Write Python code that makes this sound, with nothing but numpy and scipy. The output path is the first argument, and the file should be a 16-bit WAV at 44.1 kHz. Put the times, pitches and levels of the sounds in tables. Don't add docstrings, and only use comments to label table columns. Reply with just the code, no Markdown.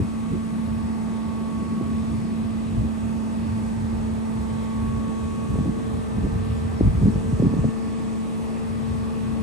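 import sys
import numpy as np
from scipy import signal
from scipy.fft import rfft, irfft, next_fast_len
from scipy.io import wavfile
from scipy.ndimage import uniform_filter1d

SR = 44100
rng = np.random.default_rng(int(sys.argv[2]) if len(sys.argv) > 2 else 0)


def output_pcm(signal):
    pcm = np.clip(np.atleast_2d(signal).T, -1, 1) * 32767
    wavfile.write(sys.argv[1], SR, np.round(pcm).astype(np.int16))


N = 415422
TIME = np.arange(N) / SR
LONG = next_fast_len(N, real=True)
HZ = np.maximum(np.arange(LONG // 2 + 1) * SR / LONG, 1)
SIDES = np.array([[.5], [-.5]])

# frequency in Hz, relative density in dB per Hz.
HISS_SPECTRUM = [(100, -8.5), (250, 0.5), (400, -6.5), (540, -9.5), (630, -9.5), (760, -12.5), (830, -10),
                 (1020, -14.5), (1190, -11), (1270, -16.5), (1450, -21.5), (1900, -19.5), (2300, -23.5),
                 (2680, -23), (2900, -26), (3500, -26), (3600, -27), (5000, -30.5), (6700, -32.5),
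                 (8500, -30), (10600, -32), (11300, -32.5), (11800, -49.5)]
# frequency in Hz,
# likeness 0 to 1, left lead in rad, left minus right level in dB.
HISS_STEREO = [(400, 0.3, 0, -0.5), (2000, 0.1, 0, 0), (2500, 0.65, 0.63, 1.6), (3000, 0.31, 1.26, 1.9),
               (5200, 0.27, 0.69, 2.3), (6000, 0.59, 0.32, 2.8), (7000, 0.54, 0.19, 5.0),
               (7500, 0.73, 0.97, 2.6), (8300, 0.92, 0.14, 0.3), (8900, 0.94, -0.1, 0.1),
               (9400, 0.74, -1.72, 0.1), (9900, 0.91, -3.0, -0.0), (10800, 0.69, -3.87, 0.3),
               (11200, 0.46, -5.03, 0.1), (11500, 0.95, -6.26, 0.0)]
HISS_BAND_BORDERS = (350, 700, 1050, 1400, 1900, 2400, 3000, 4200, 5600, 9000)
# start in seconds, length in seconds, start pitch in Hz, end pitch in Hz,
# middle level in dB, left lead in rad.
FAR_CHIRPS = [(2.665, .03, 4100, 3900, -60, 1.0), (6.54, .08, 7200, 6900, -59, 1.5),
              (6.76, .06, 5380, 5300, -56, 2.4), (7.01, .08, 6950, 6700, -61, 1.5),
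              (7.125, .035, 5300, 6030, -59, 1.0), (7.285, .03, 5300, 5900, -61, .3),
              (7.33, .03, 5600, 5800, -61, .3), (8.39, .07, 6150, 6100, -61, .5)]
# frequency in Hz, relative density in dB per Hz.
RUMBLE_SPECTRUM = [(25, -42), (45, -17), (70, 2.5), (120, 1), (180, -11.5), (260, -32), (500, -74),
                   (1000, -120)]
DEEP_SPECTRUM = [(10, -49), (20, -31), (35, -18), (50, 7), (65, -2), (100, -14), (200, -83)]
FLUTTER_SPECTRUM = [(50, -70), (100, -24), (170, 6), (240, 2.5), (320, -6.5), (450, -13), (700, -39),
                    (1000, -65), (2000, -120)]
# time in seconds, rumble level in dB,
# deep rumble against rumble in dB, flutter level in dB.
BREEZE_LEVELS = [(0, -37.5, -13, -37), (.7, -37.5, -9, -34.5), (1.2, -40.5, -21, -36.5),
                 (1.9, -36, -17, -31), (2.6, -35.5, -11, -37.5), (3.3, -31.5, -14, -36),
                 (4, -31.5, -4, -37.5), (4.3, -33.5, -16, -38.5), (5.3, -32.5, -14, -37.5),
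                 (5.9, -36.5, -6, -35.5), (6.6, -29.5, -16, -39.5), (7.8, -39, -1, -38.5),
                 (8.4, -40, -36, -37.5), (8.95, -31.5, -24, -41.5), (9.42, -31.5, -16, -36)]
# start of full strength in seconds, hold in seconds, rumble level in dB,
# deep rumble against rumble in dB, flutter level in dB.
PORT_GUSTS = [(0, 0.016, -22.5, -18, -20.5), (0.33, 0.04, -33, -6, -29.5), (2.086, 0.15, -30, -11, -41),
              (2.776, 0.068, -27.5, -8, -32), (3.785, 0.054, -27.5, -11, -44), (4.765, 0.21, -34, 1, -54),
              (5.5, 0.16, -35, 6, -35.5), (6.175, 0.014, -26, -12, -34), (6.239, 0.023, -29.5, 2, -25.5),
              (6.333, 0.099, -30.5, -2, -38), (6.825, 0.077, -22.5, -0.5, -29.5),
              (6.988, 0.11, -22, -4, -28), (7.143, 0.024, -22.5, -5, -31), (7.261, 0.038, -24, -10, -32.5),
              (7.437, 0.041, -23, -14, -27.5), (7.53, 0.097, -31.5, -17, -29),
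              (7.653, 0.016, -25, -15, -31)]
# time of the thump in seconds, thump level in dB, thump pitch in Hz,
# snap against thump in dB, wake against thump in dB.
WIND_POPS = [(0.004, -15, 235, -15, -16), (1.8133, -12.5, 265, -16, -13), (5.493, -19, 187, -20, -3),
             (5.520, -20.5, 230, -22, -14), (5.5438, -20, 221, -16, -5), (5.559, -20, 293, -5, -13),
             (5.59, -13, 196, -10, -9), (5.611, -15.5, 202, -22, -10), (5.663, -13, 220, -17, -10),
             (5.681, -13, 220, -21, -19), (5.6963, -13, 209, -23, -18), (6.185, -16.5, 227, -11, -13),
             (6.27, -17.5, 225, -5, -7), (6.811, -5.5, 271, -11, -15), (6.850, -13.5, 191, -22, -9),
             (6.870, -10, 179, -26, -8), (6.8788, -14, 235, -26, -17), (6.951, -16, 148, -20, -1),
             (7.032, -8, 170, -24, -6.5), (7.0592, -7, 193, -21, -17), (7.07, -17.5, 310, -13, -2),
             (7.160, -14, 150, -20, -6), (7.3277, -12.5, 213, -24, -2), (7.399, -16, 307, -7, -12),
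             (7.4041, -8, 170, -24, -12), (7.425, -12, 374, -14, -9.5), (7.4579, -11.5, 256, -20, -6),
             (7.513, -16, 200, -23, -20), (7.54, -10, 230, -13, -19), (7.567, -17.5, 250, -18, -1),
             (7.5883, -14, 201, -19, -4), (7.6455, -16, 312, -2, -16), (7.653, -10.5, 189, -18, -13),
             (7.6613, -18, 193, -16, -12), (7.689, -15.5, 210, -20, -21)]
PUMP_OVERTONES = {1: [(0, -28.5, -25, -1.7), (4.8, -28.5, -25.5, -1.75), (5.7, -30, -27.5, -2.45),
                  (7.2, -28, -29.5, -2.4), (9.42, -24.5, -29, -2.5)], 2: [(0, -62, -55, 0),
                  (1.4, -50, -64, 1.2), (3.5, -48, -48, 2.7), (4.2, -43, -41, 2.2), (4.8, -42, -41, 2.4),
                  (5.8, -42, -36, 2.4), (6.7, -48, -36.5, 2.3), (7.4, -39, -36, 1.5), (8, -43, -41, 1.5),
                  (9.42, -47, -39, 1.0)], 3: [(0, -56, -51, -2.2), (2.6, -68, -52, 0), (5.3, -68, -57, 0),
                  (6.8, -58, -55, -2), (9.42, -62, -55, 1)], 4: [(0, -48, -52, -3), (.6, -45.5, -53, -2.7),
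                  (1.2, -46.5, -49.5, -1), (2.2, -48, -51, -3.5), (2.7, -59, -52, -4),
                  (3.2, -55, -44, -2.5), (4.3, -49, -42, -2.4), (5.05, -59, -44.5, -2.3),
                  (5.3, -55, -48, -1.2), (5.75, -58, -59, 0), (6.5, -58, -63, -3), (7.3, -54, -55, -3.5),
                  (8.2, -64, -54, -3.4), (9.42, -52, -48, -3.2)], 5: [(0, -48, -54, -.8),
                  (.4, -50, -50, -.7), (.95, -66, -49, 0), (1.25, -48, -46, .6), (1.6, -45, -43, .4),
                  (2.15, -54, -50, .5), (2.6, -55, -56, 1.5), (3.65, -51, -63, 3.2), (4, -70, -67, 0),
                  (4.35, -51, -52, -1.4), (4.85, -42.5, -43.5, -.9), (5.6, -43.5, -47, -.7),
                  (6.0, -48, -53, -2.8), (6.7, -47, -52, -3.4), (7.15, -58, -52, -2), (7.5, -54, -47, -.7),
                  (8.2, -53, -47, -1.3), (8.55, -54, -51, -2.6), (8.8, -46, -52, -3.6), (9.1, -45, -53, -5),
                  (9.42, -50, -51, -5.2)], 7: [(0, -63, -60, -1.6), (2.5, -60, -56, -2.8),
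                  (4.3, -61, -56, -2.3), (6.6, -58, -56, -2.1), (7.3, -58, -57, -2), (8, -80, -72, -2.4),
                  (9.42, -68, -65, -2)], 8: [(0, -68, -63, 2.8), (2.4, -72, -66, 2), (3.6, -60, -58, 3),
                  (5.1, -58, -63, 2.8), (5.8, -66, -61, .8), (6.4, -61, -57, 0), (7, -67, -62, .4),
                  (7.7, -61, -56, -.8), (8.7, -76, -64, -.5), (9.42, -62, -57, -3.4)]}
# multiples of the pump note, and their middle levels in dB.
FAINT_MULTIPLES = (6, 9, 10)
FAINT_LEVELS = (-65, -68, -72)

HISS_DB, HISS_RISE_DB_PER_S = -37.5, 0.1136
GUST_LEAD = -.75
GUST_RISE_S, GUST_FALL_S = 0.052, 0.075
SNAP_HZ, SNAP_EARLY_S = 470, 0.002
WAKE_SINK_S, WAKE_PEAK_S = 0.0145, 0.012
PUMP_HZ = 222.85
WHINE_HZ, WHINE_DB = 2521.9, -66
TOP_HZ = 11750


def undb(db):
    return 10 ** (np.asarray(db) / 20)


def curves(table, at=TIME, warp=np.asarray):
    first, *columns = np.transpose(table)
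    return [np.interp(warp(at), warp(first), column) for column in columns]


def noise(spectrum, like, lead=0., pan_db=0.):
    left, other = rfft(rng.standard_normal((2, LONG)))
    like = np.clip(like, 0, 1)
    right = like * left * np.exp(-1j * lead) + np.sqrt(1 - like ** 2) * other
    density_db = curves(spectrum, HZ, np.log)[0]
    out = irfft(np.array([left, right]) * undb(density_db + pan_db * SIDES), LONG)[:, :N]
    return out / np.sqrt(np.mean(out ** 2))


def walk(rate):
    hold = int(SR / rate)
    steps = np.repeat(rng.standard_normal(N // hold + 1), hold)
    smooth = uniform_filter1d(uniform_filter1d(steps, hold), hold)[:N]
    return (smooth - smooth.mean()) / smooth.std()


def hiss():
    like, lead, pan_db = curves(HISS_STEREO, HZ)
    whole = rfft(noise(HISS_SPECTRUM, like, lead, pan_db), LONG)
    band_number = np.digitize(HZ, HISS_BAND_BORDERS)
    out = np.zeros((2, N))
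    for k in np.unique(band_number):
        band = irfft(whole * (band_number == k), LONG)[:, :N]
        flicker_db = 0.75 * walk(9) + 0.35 * walk(1.57)
        out += band * undb(flicker_db)
    return out * undb(HISS_DB + HISS_RISE_DB_PER_S * TIME)


def chirps():
    out = np.zeros((2, N))
    for s, length, from_hz, to_hz, db, lead in FAR_CHIRPS:
        n = int(length * SR)
        phase = 2 * np.pi * np.cumsum(np.linspace(from_hz, to_hz, n)) / SR
        rough_db = 3.7 * rng.standard_normal(n // 200 + 1).repeat(200)[:n]
        whistle = np.sqrt(np.hanning(n)) * np.sin(phase + lead * SIDES)
        start = int(s * SR)
        out[:, start:start + n] += undb(db + rough_db) * whistle
    return out


def power(rumble_db, deep_db, flutter_db):
    return undb([rumble_db, rumble_db + deep_db, flutter_db]) ** 2


def blowing():
    out = power(*curves(BREEZE_LEVELS))
    for s, hold, *levels_db in PORT_GUSTS:
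        rise = 1 + (TIME - s) / GUST_RISE_S
        fall = 1 + (s + hold - TIME) / GUST_FALL_S
        shape = np.clip(np.minimum(rise, fall), 0, 1)
        out = out + power(*levels_db)[:, None] * shape ** 4
    return out


def eddies(spectrum, lead, apart):
    now, late = noise(spectrum, 0.94, np.pi / 2)
    shared = now * np.cos(lead * SIDES) - late * np.sin(lead * SIDES)
    return np.sqrt(1 - apart ** 2) * shared + apart * noise(spectrum, 0)


def wind():
    rumble, deep, flutter = np.sqrt(blowing())
    flutter_db = 20 * np.log10(flutter)
    gustiness = np.clip((flutter_db + 39.5) / 6, 0, 1)
    lead = GUST_LEAD * gustiness
    burst_db = np.clip(.2 * (flutter_db + 42.5), 0, 4) * walk(50)
    lumps = undb(2.0 * walk(9) + 1.7 * gustiness * walk(25))
    low = rumble * eddies(RUMBLE_SPECTRUM, lead, 0.21) + deep * eddies(DEEP_SPECTRUM, lead, 0.42)
    return lumps * low + flutter * undb(burst_db) * eddies(FLUTTER_SPECTRUM, lead, 0.32)


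def swing(t, hz, turns, glide):
    u = hz * t
    phase = 2 * np.pi * (u - glide * u ** 2) - .8 + GUST_LEAD * SIDES
    return np.cos(phase) * np.exp(-(u / turns) ** 2)


def pops():
    half = SR // 10
    t = np.arange(-half, half) / SR
    after = np.maximum(t, 0)
    swell = after / WAKE_PEAK_S * np.exp(1 - after / WAKE_PEAK_S)
    out = np.zeros((2, N + 2 * half))
    for s, db, hz, snap_db, wake_db in WIND_POPS:
        thump = swing(t, hz, turns=0.66, glide=0.045)
        snap = swing(t + SNAP_EARLY_S, SNAP_HZ, turns=0.64, glide=0.27)
        sinking = 2 * np.pi * hz * WAKE_SINK_S * np.log1p(after / WAKE_SINK_S)
        wake = swell * np.cos(sinking - .8 + GUST_LEAD * SIDES)
        start = int(s * SR)
        out[:, start:start + 2 * half] += undb(db) * (thump + undb(snap_db) * snap + undb(wake_db) * wake)
    return out[:, half:half + N]


def tone(hz, db, lead):
    start_phase = 2 * np.pi * rng.random()
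    return np.sqrt(2) * undb(db) * np.sin(2 * np.pi * hz * TIME + start_phase + lead * SIDES)


def pump():
    out = np.zeros((2, N))
    for k, table in PUMP_OVERTONES.items():
        left_db, right_db, lead = curves(table)
        sway_db = (0.6 + 0.12 * k) * np.array([walk(5), walk(5)])
        out += tone(k * PUMP_HZ, np.array([left_db, right_db]) + sway_db, lead)
    for k, db in zip(FAINT_MULTIPLES, FAINT_LEVELS):
        fade_db = 2.5 * np.array([walk(2.5), walk(2.5)])
        out += tone(k * PUMP_HZ, db + fade_db, 2.5 * walk(.8))
    whine_fade_db = 2.5 * np.array([walk(3), walk(3)])
    return out + tone(WHINE_HZ, WHINE_DB + whine_fade_db, .9)


def scene():
    return hiss() + chirps() + wind() + pops() + pump()


def record(dry):
    fade_in = np.sin(np.pi / 2 * np.minimum(TIME / .0015, 1)) ** 2
    top_cut = signal.ellip(10, .2, 70, TOP_HZ, fs=SR, output="sos")
    return signal.sosfilt(top_cut, dry * fade_in)


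dry = scene()
out = record(dry)
output_pcm(out)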